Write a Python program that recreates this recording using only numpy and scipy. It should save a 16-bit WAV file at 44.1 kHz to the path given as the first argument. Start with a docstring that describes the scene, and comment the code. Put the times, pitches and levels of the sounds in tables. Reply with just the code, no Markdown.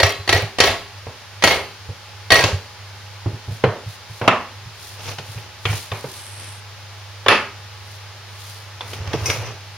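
"""Over mains hum and a fan, a mallet drives a chisel against the collar of a steel axle hub on a workbench.
Five clattering blows crack, ring and rattle the steel and boom through the wooden top; the hardest ones clip.
Between and after them tools knock on the bench; then sleeves brush, grit scrapes, and the collar slides off
with a hiss and thin squeals. It is dropped too, and the hub's flange rumbles round on the boards.
Noise is coloured by frequency curves; steel and bench are sums of decaying sines."""
import sys
import numpy as np
from scipy import signal
from scipy.fft import rfft, irfft, next_fast_len
from scipy.io import wavfile
from scipy.ndimage import uniform_filter1d, map_coordinates

SR = 44100
rng = np.random.default_rng(int(sys.argv[2]) if len(sys.argv) > 2 else 0)


def pcm_store(signal):
    """Save signal as 16-bit PCM."""
    levels = np.round(np.clip(np.atleast_2d(signal), -1, 1) * 32767)
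    wavfile.write(sys.argv[1], SR, levels.astype(np.int16).T)


N = 430857
TIME = np.arange(N) / SR  # the whole scene, seconds
AGE = np.arange(SR * 2 // 3) / SR  # seconds since a contact
LOADED_HZ = 94.6  # the bench top's pitch under the hub's weight

# Mallet blows: the chisel seats, strikes and rebounds twice; the hub thumps the bench and rocks back.
# Each row: blow in seconds, its relative level in dB, seating lead in seconds, seating level in dB,
# first and second rebound levels in dB, thump level in dB, delay of the rocking in seconds, its level in dB.
BLOWS = [(0.030, 2, .030, -2, -16, -20.5, -12, 0.16, -29),
         (0.291, -0.5, 0.015, -12, -0.5, -12, -24, 0.05, -13.5),
         (0.602, 5, 0.017, -8, -2, -7, -23.5, 0.091, -27), (1.438, 4, .015, -8, -1.5, -5, -20, .12, -31),
         (2.319, 6, 0.015, -0.5, -1.5, -4.5, -20.5, 0.21, -14.5)]
# Tools and parts knocking on the bench. 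Each row: start in seconds, relative level in dB, body resonance
# in Hz, corner above which it is dull in Hz, relative room level in dB, thump level in dB, thump pitch in Hz.
KNOCKS = [(1.067, -30, 480, 1000, -9, -28, 98.5), (1.888, -34.5, 432, 615, -12, -23, 100),
          (2.438, -11, 566, 7400, -9, -15.5, 102.3), (3.26, -21.5, 333, 474, -12.5, -15, 105.5),
          (3.479, -35.5, 393, 647, -5.5, -22, 105.5), (3.638, -6.5, 474, 1220, -11.5, -15.5, 132),
          (4.214, -16.5, 780, 1200, -8, -23.5, 113), (4.246, -28, 800, 1690, -10, -35, 107),
          (4.277, -1.5, 1200, 2350, -11.5, -23, 118), (5.184, -26, 600, 4465, -12, -33, 132),
          (5.376, -36, 405, 2530, -15, -46, 103), (5.653, -14.5, 2400, 3520, -11, -19.5, 104),
          (5.73, -27, 2400, 2980, -26, -22.5, 98.5), (5.917, -23, 964, 2820, -8, -22.5, 104),
          (6.042, -23.5, 420, 945, -13.5, -30.5, 133), (7.262, -13.5, 1080, 2000, -23, -40, 109),
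          (7.283, -4.5, 1500, 3320, -4, -26, 108), (8.808, -28, 1080, 4550, -9, -58, 99),
          (8.932, -28.5, 3320, 8050, -17, -51, 99.5), (9.132, -22, 417, 3500, -14, -24, 99),
          (9.139, -18, 380, 600, -17, -18, 103), (9.299, -18, 2190, 6000, -12, -30, 101)]
# Likeness of left and right for close sounds. Each row: frequency in Hz, correlation from -1 to 1.
ALIKE = [(40, -0.041), (150, 0.95), (1000, 0.96), (2200, 0.76), (4200, 0.34), (6000, 0.15), (10000, -0.46),
         (15000, -.2)]
# Likeness of left and right for fan and cloth. Each row: frequency in Hz, correlation from -1 to 1.
FAN_ALIKE = [(100, -0.17), (700, 0.89), (2000, 0.75), (4000, 0.28), (6000, -0.02), (15000, -0.1)]


def amp(db):
    """Decibels to gain."""
    return 10 ** (np.asarray(db) / 20)


def unit(x):
    """Scale to rms 1."""
    return x / np.sqrt(np.mean(x ** 2) + 1e-20)


def along(points, hz):
    """Read a curve of (Hz, value) points on a log frequency axis."""
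    f, v = np.transpose(points)
    return np.interp(np.log(hz + 1), np.log(f), v)


def fade(t, t60):
    """Free decay: a thousandth is left after t60 seconds."""
    return np.exp(-np.log(1000) * t / t60)


def wobble(rate):
    """A smooth random curve with rate knots a second."""
    knots = rng.standard_normal(int(N * rate / SR) + 4)
    return map_coordinates(knots, [TIME * rate], order=2)


def filtered(x, response):
    """Shape the spectrum of x by a gain that depends on frequency."""
    size = x.shape[-1]
    padded = next_fast_len(size + 2048)
    spectrum = rfft(x, padded) * response(np.fft.rfftfreq(padded, 1 / SR))
    return irfft(spectrum, padded)[..., :size]


def spread(two, gain, alike):
    """Turn two unrelated signals into a coloured left-right pair of rms 1."""
    def response(hz):
        turn = np.arccos(np.clip(along(alike, hz), -1, 1)) / 2
        return gain(hz) * np.array([np.cos(turn), np.sin(turn)])
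    mid, side = filtered(two, response)
    return unit(np.array([mid + side, mid - side]))


def rush(spectrum, alike, grain_db=0):
    """Lasting stereo noise; grain_db breaks it into tiny catches."""
    catches = amp(grain_db * wobble(300)) if grain_db else 1
    noise = rng.standard_normal((2, N)) * catches
    return spread(noise, lambda hz: amp(along(spectrum, hz)), alike)


def add(track, s, sound):
    """Mix a sound into the track at time s in seconds."""
    part = track[:, max(round(s * SR), 0):][:, :len(AGE)]
    part += sound[..., :part.shape[1]]


def contact_point():
    """Each spot that is struck favours resonances of its own: random (Hz, dB) peaks and dips."""
    hz = np.geomspace(300, 16000, 56)
    return np.transpose([hz, 2.4 * rng.standard_normal(len(hz))])


def impact(gain, t60, room_db, build):
    """A short noisy clack, then the workshop's answer building up and dying band by band."""
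    # Reverberation of the workshop. Each row: frequency in Hz, t60 in seconds.
    room_t60 = [(100, 0.59), (400, 0.34), (1500, 0.41), (4000, 0.35), (8000, 0.39), (15000, 0.56)]
    spot = contact_point()
    colour = lambda hz: gain(hz) * amp(along(spot, hz))
    clack = spread(rng.standard_normal((2, len(AGE))), colour, ALIKE) * fade(AGE, t60)
    answer = spread(rng.standard_normal((2, len(AGE))), colour, ALIKE)
    hz, t, bands = signal.stft(answer, SR, nperseg=256)
    dying = bands * fade(t, along(room_t60, hz)[:, None])
    tail = signal.istft(dying, SR, nperseg=256)[1][:, :len(AGE)]
    attack = 1 - np.exp(-AGE / 0.00095)
    build_up = 1 - np.exp(-(AGE / build) ** 2)
    return clack * attack + amp(room_db) * tail * build_up


def ring(modes, scatter_db, width_hz):
    """Steel modes at new strengths for each contact; in the echoing room every pitch wavers and blurs a little."""
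    hz, db, t60 = np.transpose(modes)[:, :, None]
    size, phase, skew = rng.standard_normal((3, len(modes), 1))
    swing = amp(db + scatter_db * size) * fade(AGE, t60)
    # a random walk of the phase blurs each pitch
    drift = np.cumsum(rng.standard_normal(swing.shape), axis=1) * np.sqrt(2 * np.pi * width_hz / SR)
    wave = swing * np.exp(1j * (2 * np.pi * (hz * AGE + phase) + drift))
    # high modes reach left and right out of step
    turn = np.sign(skew) * np.arccos(np.clip(along(ALIKE, hz), -1, 1)) / 2
    mid = np.sum(np.cos(turn) * wave.imag, 0)
    side = np.sum(np.sin(turn) * wave.real, 0)
    return np.array([mid + side, mid - side]) * (1 - np.exp(-AGE / 0.00061))


def stroke(middle, length, order=2):
    """A hand movement swells and dies away; a higher order holds it steady in the middle."""
    return np.exp(-np.minimum(np.abs(2 * (TIME - middle) / length), 10) ** order)


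def strokes(rows):
    """Gain per sample from rows of middle and length in seconds and level in dB."""
    return sum(amp(db) * stroke(middle, length) for middle, length, db in rows)


def contacts():
    """Every blow is four contacts of the chisel: (s, level dB, brightness dB per octave, room dB)."""
    # Seating, blow, first and second rebound. Each row: brightness in dB per octave, relative room level in dB.
    colours = [(-1, -16.5), (-0.02, -9.5), (0, -6.5), (-1.5, -2)]
    flight = .0355  # seconds the chisel is off the steel between rebounds
    rows = []
    for s, db, lead, seat_db, first_db, second_db, *_ in BLOWS:
        touches = [(s - lead, seat_db), (s, db), (s + flight, first_db), (s + 2 * flight, second_db)]
        rows += [(*touch, *colour) for touch, colour in zip(touches, colours)]
    return rows


def thumps():
    """Every blow, knock and bump shakes the bench top: (s, level dB, pitch Hz)."""
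    # Soft bumps of hands and tools that only move the bench top. Each row: start in seconds, relative level in dB.
    bumps = [(0.425, -20), (3.330, -23.5), (3.51, -22.5), (3.674, -18.5), (3.864, -25), (4.097, -30.5),
             (4.659, -30), (5.285, -32.5), (5.359, -25.5), (5.693, -17.5)]
    free_hz = 106.7  # the bench top without the hub's weight
    rows = [(s, db, hz) for s, *_, db, hz in KNOCKS]
    rows += [(s, db, free_hz) for s, db in bumps]
    for s, *_, thump_db, after, rock_db in BLOWS:
        rows += [(s, thump_db, LOADED_HZ), (s + after, rock_db, LOADED_HZ)]
    return rows


def hum_and_rumble():
    """A 100 Hz mains hum over low noise; both sink briefly after each clear thump."""
    # Colour of the low noise. Each row: frequency in Hz, relative level in dB.
    rumble_colour = [(20, 10), (55, -15), (80, 7), (125, 2.5), (200, -35), (400, -42)]
    dip_s, dip_db, clear_db = 0.25, 7, -33  # length, depth of the hum's dip, thump level that causes one
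    after_thump = np.any([(TIME >= s) & (TIME < s + dip_s) for s, db, _ in thumps() if db > clear_db], axis=0)
    sunk = uniform_filter1d(1. * after_thump, SR // 30)
    hum = amp(-38.5 - dip_db * sunk + 0.33 * wobble(6.6)) * np.sin(2 * np.pi * 100 * TIME)
    return hum + amp(-48.0 - 1.3 * sunk) * rush(rumble_colour, ALIKE)


def fan():
    """A fan's steady rush of air noise with a thin whine, unsteady in level and phase."""
    # Colour of the rush. Each row: frequency in Hz, relative level in dB.
    air_colour = [(88, -48), (150, -9), (254, -15), (280, -21), (383, -10), (414, -11.5), (577, -9.5),
                  (788, -11), (852, -6.5), (940, -8.5), (1470, -9), (5130, -11.5), (7890, -22.5),
                  (9040, -24.5), (15900, -33.5)]
    whine = amp(-54.5 + 0.51 * wobble(12)) * np.sin(2 * np.pi * 834 * TIME + 0.86 * wobble(6.2))
    return whine + amp(-42.0) * rush(air_colour, FAN_ALIKE)


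def mallet():
    """Each contact of the chisel cracks against the hub and sets its steel modes ringing."""
    # Colour of the crack. Each row: frequency in Hz, relative level in dB.
    steel = [(40, -3), (230, -11.5), (420, -2), (700, 0), (1400, -7.5), (2200, -2), (4400, -6),
             (6500, -13.5), (9000, -20), (15000, -34.5)]
    # Modes of hub and shaft. Each row: frequency in Hz, relative level in dB, t60 in seconds.
    hub = [(403, -5.5, 0.51), (545, -7, 0.39), (655, 2, 0.26), (773, -9, 0.35), (1108, -8.5, 0.44),
           (1302, -7, 0.35), (1630, -9.5, 0.44), (1733, -9, 0.29), (1902, 5, 0.2), (1912, -1, 0.31),
           (2159, -2.5, 0.34), (2595, -8.5, 0.48), (2784, -15, 0.57), (3120, -14, 0.51),
           (3340, -19.5, 0.53), (4050, -14, 0.7), (4430, 3, 0.11), (4410, -3.5, .27), (4500, -24, 1),
           (4700, -23, 0.84), (5650, -3.5, 0.19), (10500, -9, 0.15)]
    out = np.zeros((2, N))
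    for s, db, bright_db, room_db in contacts():
        # brightness tilts the spectrum about 2 kHz
        colour = lambda hz: amp(along(steel, hz) + bright_db * np.log2(np.maximum(hz, 400) / 2000))
        clack = impact(colour, t60=0.056, room_db=room_db - 3.0, build=0.019)
        ringing = ring(hub, scatter_db=4, width_hz=17.0)
        add(out, s, amp(db) * (amp(-5.0) * clack + amp(-22.5) * ringing))
    return out


def rattle():
    """After each hard contact the loose parts chatter: four ticks, each with a short ping of its own."""
    out = np.zeros((2, N))
    for s, db, *_ in contacts():
        draws = rng.random((4, 3))
        if db <= -7:  # too soft to shake the parts
            continue
        for delay, pitch, size in draws:
            hz = 1600 * 4 ** pitch
            lag = rng.standard_normal((2, 1)) * hz / 4000  # shrill pings reach left and right out of step
            ping = np.sin(2 * np.pi * hz * AGE + lag) * fade(AGE, 0.046) * (1600 / hz) ** 0.67
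            tick = rng.standard_normal((2, len(AGE))) * fade(AGE, 0.0087)
            gain = amp(db - 14 - 6.4 * delay - 2.8 * size)
            add(out, s + 0.013 + 0.085 * delay, gain * (ping + amp(-5.5) * tick))
    return out


def lobes(count):
    """High spots of the rolling flange bump the bench at an even pace: (s, level dB, pitch Hz)."""
    start_s, gap_s, level_db = 9.004, 0.07, -23  # level relative to the other thumps
    return [(start_s + k * gap_s, level_db, LOADED_HZ) for k in range(count)]


def bench():
    """The bench top swells into one low, quickly damped mode with a weak overtone."""
    out = np.zeros((2, N))
    for s, db, hz in thumps() + lobes(count=5):
        mode = np.sin(2 * np.pi * hz * AGE) * fade(AGE, 0.14)
        overtone = np.sin(2 * np.pi * 1.44 * hz * AGE) * fade(AGE, 0.13)
        swell = 1 - np.exp(-(AGE / 0.0087) ** 2)
        add(out, s - .003, amp(db + 8.0) * (mode + amp(-11.0) * overtone) * swell)
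    return out


def knocks():
    """Things land on the wooden top, each with a body resonance; the softer the contact, the duller the knock."""
    # Colour of the wood. Each row: frequency in Hz, relative level in dB.
    wood = [(25, -6), (130, -12.5), (240, 0.5), (310, -3.5), (420, 3.5), (1100, 1), (1700, -2), (2600, 3),
            (4200, -2), (7000, -6), (15000, -21)]
    out = np.zeros((2, N))
    for s, db, body_hz, dull_hz, room_db, *_ in KNOCKS:
        body = lambda hz: 1 + 1 / (1 + ((hz - body_hz) / (0.29 * body_hz)) ** 2)
        softness = lambda hz: 1 / np.sqrt(1 + (hz / dull_hz) ** 4)
        colour = lambda hz: amp(along(wood, hz)) * body(hz) * softness(hz)
        add(out, s, amp(db + 3) * impact(colour, t60=0.068, room_db=room_db + 0.5, build=0.022))
    return out


def sleeves():
    """Sleeves and gloves brush past: soft swells of grainy cloth noise."""
    # Colour of the cloth. 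Each row: frequency in Hz, relative level in dB.
    cloth = [(200, -7), (1000, -19), (4000, 1.5), (6500, -2), (11000, -5), (15500, -12)]
    # Brushing movements. Each row: middle in seconds, length in seconds, level in dB.
    brushes = [(3.55, .12, -47), (3.92, 0.094, -44.5), (4.17, 0.17, -47), (4.87, .19, -41),
               (5.09, 0.16, -40.5), (5.33, 0.18, -43.5), (5.76, 0.2, -34), (5.97, 0.12, -44),
               (6.14, 0.2, -40.5), (7.92, 0.17, -49.5), (8.48, 0.27, -41.5), (8.92, 0.12, -40.5),
               (9.31, 0.21, -37)]
    return strokes(brushes) * rush(cloth, FAN_ALIKE, grain_db=2.5)


def rolling():
    """How hard the hub's flange rolls on the boards, as a gain per sample."""
    # Course of the roll. Each row: time in seconds, level in dB.
    course = [(8.72, -78), (8.83, -46), (8.97, -39), (9.05, -37.5), (9.13, -32), (9.2, -34.5),
              (9.31, -26.5), (9.38, -33.5), (9.49, -32.5), (9.6, -49), (9.77, -71)]
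    gain = amp(np.interp(TIME, *np.transpose(course)))
    return gain * (TIME > course[0][0])


def grit():
    """Grit grinds under steel as the collar is worked loose, and again under the rolling flange."""
    # Colour of the grinding. Each row: frequency in Hz, relative level in dB.
    grit_colour = [(25, -37), (100, 15), (200, -7.5), (450, 0.5), (1000, -4), (1700, -7), (2700, -2),
                   (3900, -9.5), (5800, -6), (9000, -26), (15000, -31)]
    # Scrapes of the collar. Each row: middle in seconds, length in seconds, level in dB.
    scrapes = [(5.0, 0.037, -37), (5.09, 0.094, -30.5), (5.4, 0.27, -44.5), (5.74, 0.11, -33),
               (6.45, 0.15, -41.5)]
    under_flange = amp(-3) * rolling()
    return (strokes(scrapes) + under_flange) * rush(grit_colour, ALIKE, grain_db=3.0)


def race_jingle():
    """The loose bearing race jingles in its steel modes when the hub is moved."""
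    # Modes of the race. Each row: frequency in Hz, relative level in dB, t60 in seconds.
    race = [(2143, 0, 0.29), (2500, 0, 0.35), (3900, -16, 0.15), (4920, 2.5, 0.21), (5540, 5, 0.23),
            (6000, 9, 0.11), (5920, -4.5, 0.45), (7000, -6, 0.45), (8660, 5.5, 0.1), (9000, -14, .25),
            (11800, -10, .25), (12760, -14, 0.28)]
    # Jingles. Each row: start in seconds, relative level in dB.
    clinks = [(5.182, -43.5), (9.132, -37), (9.258, -22), (9.300, -24), (9.455, -38.5)]
    out = np.zeros((2, N))
    for s, db in clinks:
        add(out, s, amp(db - 7.5) * ring(race, scatter_db=4.5, width_hz=35))
    return out


def collar_ping():
    """The collar rings in a few steel modes where it meets steel or wood."""
    # Modes of the collar. Each row: frequency in Hz, relative level in dB, t60 in seconds.
    collar = [(1085, -2, 0.18), (1510, -9, 0.21), (3530, 20.5, 0.02), (10300, -13, 0.27)]
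    # Hits on the collar. Each row: start in seconds, relative level in dB.
    hits = [(5.653, -39), (5.916, -39), (7.262, -43), (7.283, -17.5), (8.808, -40)]
    out = np.zeros((2, N))
    for s, db in hits:
        add(out, s, amp(db) * ring(collar, scatter_db=3.0, width_hz=33))
    return out


def squeal(hz):
    """Steel sticking and slipping on steel: a fuzzy line that wanders in pitch and level."""
    pitch = hz * (1 + 0.022 * wobble(23) + 0.0102 * wobble(830))  # slow wander, fast fuzz
    cycles = np.cumsum(pitch) / SR + rng.random((2, 1))
    return amp(-53.5 + 2.5 * wobble(25)) * np.sin(2 * np.pi * cycles)


def collar_slide():
    """The collar runs along the shaft with a grainy hiss and thin squeals."""
    # Colour of the hiss. Each row: frequency in Hz, relative level in dB.
    hiss_colour = [(400, -18), (3000, -5.5), (4200, -8), (7500, -11), (8400, 4.5), (9300, -17), (10700, 2),
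                   (12000, -22), (16000, -24)]
    # Pitches of the squeals in Hz.
    squeals_hz = [8400, 10650]
    hiss = amp(-41.5) * rush(hiss_colour, ALIKE, grain_db=3.0)
    sliding = hiss + sum(squeal(hz) for hz in squeals_hz)
    return stroke(middle=6.36, length=0.46, order=6) * sliding


def flange():
    """The hub's flange rumbles on the boards: low grainy noise that follows the roll."""
    # Colour of the boards. Each row: frequency in Hz, relative level in dB.
    boards = [(50, -30), (110, 19), (180, -10.5), (255, -7), (310, -8), (420, 2), (700, -3.5), (1200, -4),
              (2500, -14), (8000, -48)]
    return rolling() * rush(boards, ALIKE, grain_db=2.0)


def scene():
    """Everything on the bench, heard from close by, with a slight left-right lean in each band."""
    # Lean of the stereo image. Each row: frequency in Hz, left over right in dB.
    lean = [(50, -1.5), (1200, -1.6), (2500, .3), (5000, 1.4), (14000, 0)]
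    sound = hum_and_rumble() + fan() + mallet() + rattle() + bench() + knocks()
    sound += sleeves() + grit() + race_jingle() + collar_ping() + collar_slide() + flange()
    return filtered(sound, lambda hz: amp(np.array([[.5], [-.5]]) * along(lean, hz)))


def record(dry):
    """The close microphone has a narrow treble notch, clips at full scale and keeps nothing above 15.9 kHz."""
    # Microphone response. Each row: frequency in Hz, gain in dB.
    mic = [(25, -12), (60, 1), (6800, 1), (7500, -1.5), (7900, -10.5), (8300, -0.5), (9000, 2)]
    clipped = np.clip(filtered(dry, lambda hz: amp(along(mic, hz))), -1, 1)
    return filtered(clipped, lambda hz: hz < 15900)


dry = scene()
out = record(dry)
pcm_store(out)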